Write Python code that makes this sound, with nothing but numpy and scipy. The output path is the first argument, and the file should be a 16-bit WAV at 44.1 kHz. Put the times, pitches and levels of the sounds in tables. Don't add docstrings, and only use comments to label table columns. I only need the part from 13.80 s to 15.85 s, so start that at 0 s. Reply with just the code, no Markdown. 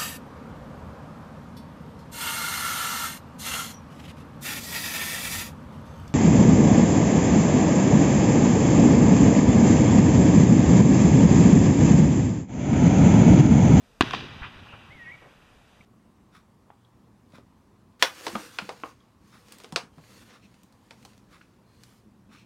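import sys
import numpy as np
from scipy import signal
from scipy.fft import rfft, irfft, next_fast_len
from scipy.io import wavfile
from scipy.ndimage import uniform_filter1d, map_coordinates

SR = 44100
rng = np.random.default_rng(int(sys.argv[2]) if len(sys.argv) > 2 else 0)


def invert_db(x):
    u = np.asarray(x, float) / 20
    return 10 ** u


def waveform_to_disk(signal):
    frames = np.transpose(np.atleast_2d(signal))
    scaled = np.clip(frames, -1, 1) * 32767
    samples = np.round(scaled).astype(np.int16)
    wavfile.write(sys.argv[1], SR, samples)


N = 90404

BLAST_STARTS = [
    .20890,
    .20922,
    .21190,
]
# freq_hz, level_db (per Hz)
ROLL_SPECTRUM = [(18, -20), (30, -5), (107, 10.5), (384, 0), (511, -3.5), (1090, 0.5), (2030, -6),
                 (2920, -6), (15000, -49)]
PATCHY_DB = 0.8


def unit(x):
    return x / np.sqrt(np.mean(x ** 2) + 1e-20)


def along(points, hz):
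    f, v = np.transpose(points)
    return np.interp(np.log(hz + 1), np.log(f + 1), v)


def filtered(x, response):
    m = next_fast_len(N + SR // 2)
    return irfft(rfft(x, m) * response(np.fft.rfftfreq(m, 1 / SR)), m)[:N]


def wobble(rate):
    knots = rng.standard_normal(int(N * rate / SR) + 4)
    return map_coordinates(knots, [np.arange(N) * rate / SR])


def rush(spectrum, patchy_db, shape=lambda hz, t: 1):
    noise = filtered(rng.standard_normal(N), lambda f: invert_db(along(spectrum, f)))
    hz, t, z = signal.stft(noise, SR, nperseg=512)
    patches = uniform_filter1d(rng.standard_normal(z.shape), 5, 0)
    patches = uniform_filter1d(patches, 6, 1)
    z = z * invert_db(patchy_db * unit(patches))
    level = np.std(signal.istft(z, SR, nperseg=512)[1])
    return signal.istft(z * shape(hz[:, None], t), SR, nperseg=512)[1][:N] / level


def ripple(f):
    # center_hz, width_hz, gain_db
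    mic_peaks = [(2153, 118, -7.5), (2584, 1050, 3.5), (3870, 490, 4.5), (4220, 200, -3.5),
                 (4850, 230, 6.5), (6050, 680, 5.5)]
    return invert_db(sum(db * np.exp(-((f - c) / w) ** 2) for c, w, db in mic_peaks))


def hiss():
    # freq_hz, level_db (per Hz)
    hiss_spectrum = [(25, -39), (1000, -25), (4000, -1), (8000, 2), (13000, -5), (15500, -8)]
    return invert_db(-75) * rush(hiss_spectrum, patchy_db=0.3)


def town():
    # freq_hz, level_db (per Hz)
    town_spectrum = [(15, -29), (25, 3), (144, -0.5), (233, 0), (331, -11.5), (410, -5.5), (495, -6),
                     (2920, -18.5), (15500, -41.5)]
    return invert_db(-60) * rush(town_spectrum, PATCHY_DB, shape=lambda hz, t: ripple(hz))


def bird():
    # start_s, pitch_hz, level_db
    squeal_glide = [
        (1.104, 1950, -47),
        (1.134, 2270, -49),
        (1.174, 2110, -54),
        (1.197, 1910, -46),
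        (1.258, 1845, -46.5),
        (1.278, 1915, -41),
        (1.304, 1951, -42.5),
        (1.326, 2310, -45.5),
        (1.359, 2224, -47),
    ]
    # start_s, rate_hz, depth_db
    voice_split = [
        (1.19, 550, -46),
        (1.215, 539.5, -19),
        (1.256, 328, -5),
        (1.292, 247, -10),
        (1.32, 195, -16.5),
        (1.345, 100, -14),
    ]
    t = np.arange(N) / SR
    s, hz, db = np.transpose(squeal_glide)
    s2, rate, depth_db = np.transpose(voice_split)
    phase = 2 * np.pi * np.cumsum(np.interp(t, s, hz) * (1 + 0.0028 * wobble(120))) / SR
    beat = 2 * np.pi * np.cumsum(np.interp(t, s2, rate)) / SR

    upper = np.sin(phase + beat)
    lower = invert_db(-10) * np.sin(phase - beat)
    second_upper = invert_db(-9) * np.sin(phase + 2 * beat)
    side_tones = invert_db(np.interp(t, s2, depth_db)) * (upper + lower + second_upper)
    voice = np.sin(phase) + side_tones + invert_db(-36) * np.sin(3 * phase)

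    flutter_db = 4 * (t > 1.305) * np.cos(2 * np.pi * (t - 1.341) / 0.0196)
    loudness = invert_db(np.interp(t, s, db) + 0.5 + 1.8 * wobble(90) + flutter_db)
    edge = np.clip(np.minimum(t - s[0], s[-1] - t) / 0.0036, 0, 1)
    call = edge * loudness * voice

    tail = rng.standard_normal(SR // 2) * invert_db(-60 * t[:SR // 2] / 0.67)
    echo = signal.fftconvolve(call, tail / np.linalg.norm(tail))[:N]
    return call + invert_db(-9.5) * echo


def thuds():
    # start_s, peak_db, pitch_hz, t60_s
    low_pushes = [
        (0.616, -27.5, 51, 0.071),
        (.760, -40, 51.7, 0.066),
        (0.936, -37, 100, 0.054),
        (1.155, -41.5, 55, 0.043),
        (2.004, -42.5, 183, 0.041),
    ]
    t = np.arange(N) / SR
    low = np.zeros(N)
    for s, db, hz, t60 in low_pushes:
        fade = invert_db(db - 60 * abs(t - s) / t60)
        low += fade * (t > s) * np.sin(2 * np.pi * hz * (t - s))
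    tick_start_s, tick_hz, tick_length_s = 2.0125, 2280, 0.005
    tick = filtered(rng.standard_normal(N), lambda f: 1 / (1 + ((f - tick_hz) / 160) ** 2))
    return low + invert_db(-50) * np.exp(-((t - tick_start_s) / tick_length_s) ** 2) * unit(tick)


def scattered_roll():
    # freq_hz, t60_s
    early_decay = [(40, 1.1), (150, 1.07), (300, 0.51), (1000, 0.49), (3000, 1.28), (6000, 0.91),
                   (14000, .4)]
    # freq_hz, t60_s
    late_decay = [(40, 9.1), (150, 5.3), (500, 5.1), (2500, 5.4), (5000, 3.77), (14000, 1.3)]

    def decay(hz, t, t60):
        return invert_db(-60 * np.maximum(t - BLAST_STARTS[0], 0) / along(t60, hz))

    def fade(hz, t):
        return ripple(hz) * (decay(hz, t, early_decay) + invert_db(-5.5) * decay(hz, t, late_decay))

    t = np.arange(N) / SR
    sway_db = 0.6 * (wobble(11.24) + wobble(60.35))
    onset = np.clip((t - BLAST_STARTS[0]) / 0.006, 0, 1)
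    return invert_db(-37.5 + sway_db) * rush(ROLL_SPECTRUM, PATCHY_DB, fade) * onset


def shores():
    # start_s, level_db, hold_s, fall_t60_s, center_hz (of the bell, before the top cut)
    shore_echoes = [
        (0.335, -36, 0.0081, 0.47, 2780),
        (0.348, -44, 0.09, 0.21, 244),
        (0.6212, -40, 0.021, 0.18, 1320),
        (0.629, -44, 0.024, 0.22, 2400),
        (0.886, -53, 0.066, 0.56, 2670),
        (0.927, -48, 0.028, 0.092, 1030),
        (1.162, -53.5, 0.014, 0.077, 180),
        (1.419, -55, 0.041, 0.24, 560),
        (0.216, -61.5, 0.13, 0.62, 10500),
    ]
    shore_widths = [0.88, 1.1, 0.78, 0.6, 0.22, 1.04, 1.14, 1.45, 1.7]
    rise_s, top_hz = 0.002, 4200
    t, out = np.arange(N) / SR, np.zeros(N)
    for (s, db, hold, fall, hz), octaves in zip(shore_echoes, shore_widths):
        rise = np.exp(-((t - s) / rise_s) ** 2)
        swell = np.where(t < s, rise, invert_db(-60 * np.maximum(t - s - hold, 0) / fall))

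        def shore_response(f):
            bell = np.exp(-(np.log2((f + 1) / hz) / octaves) ** 2)
            return ripple(f) * bell / (1 + (f / top_hz) ** 2)

        band = filtered(rng.standard_normal(N), shore_response)
        out += invert_db(db + 1.35 * wobble(120)) * swell * unit(band)
    return out


def body(f):
    # center_hz, width_hz, level_db
    resonances = [(100, 124, 24), (253.4, 104, 29), (733, 195, 20.5), (1050, 120, 25.5), (1528, 130, 19),
                  (2630, 680, 15.5), (3350, 570, 8.5), (4500, 300, 4.5), (8900, 2800, -21)]
    air_hz, low_hz = 6700, 68.5
    rings = -sum(invert_db(db) * 1j * f * w / (c * c - f * f + 1j * f * w) for c, w, db in resonances)
    return rings / (1 + 1j * f / air_hz) ** 5 * (1j * f / (low_hz + 1j * f))


def slaps():
    slap_starts = [.2235, .2320, .3092, .3352, .3375, .3480, .4080]
    # level_db, smear_s, top_hz
    wall_faces = [
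        (-4, 0.00075, 7700),
        (-9.5, 0.0018, 450),
        (-6.5, 0.0011, 7200),
        (-3.5, 0.0003, 7900),
        (-6, 0.004, 1240),
        (-8, 0.0026, 7000),
        (-17, 0.0011, 5200),
    ]
    out, t = np.zeros(N), np.arange(N) / SR
    for s, (db, smear, top_hz) in zip(slap_starts, wall_faces):
        face = (t > s) * np.exp(-abs(t - s) / smear) * rng.standard_normal(N)

        def wall_response(f):
            low_cut = 1j * f / (top_hz / 4 + 1j * f)
            return body(f) * (low_cut / (1 + 1j * f / top_hz)) ** 2

        out += invert_db(db) * filtered(face / np.linalg.norm(face), wall_response)
    return out


def blast():
    arrival_levels = [-8, 0, -9]

    def paths(f):
        arrivals = zip(BLAST_STARTS, arrival_levels)
        return body(f) * sum(invert_db(db) * np.exp(-2j * np.pi * f * s) for s, db in arrivals)

    t = np.arange(N) / SR - BLAST_STARTS[0]
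    impulse = np.arange(N) == 0
    jump = filtered(impulse, paths)
    crack = rush(ROLL_SPECTRUM, patchy_db=-2.5, shape=lambda hz, u: ripple(hz) * hz / (hz + 900))
    crack_db, crack_t60_s = -8, 0.04
    crack_fade = invert_db(crack_db - 60 * abs(t) / crack_t60_s) * np.clip(t / 0.00096, 0, 1)
    return jump + crack_fade * crack


def scene():
    background = hiss() + town()
    echoes = scattered_roll() + shores() + slaps()
    return (background + bird() + thuds() + echoes + blast())[None]


def low_pass(x):
    return signal.sosfilt(signal.butter(12, 16500, fs=SR, output="sos"), x)


def record(dry):
    mix = filtered(dry[0], lambda f: np.where(f < 15300, 1, invert_db(-30)))[None]
    return low_pass(mix)


dry = scene()
out = record(dry)
waveform_to_disk(out)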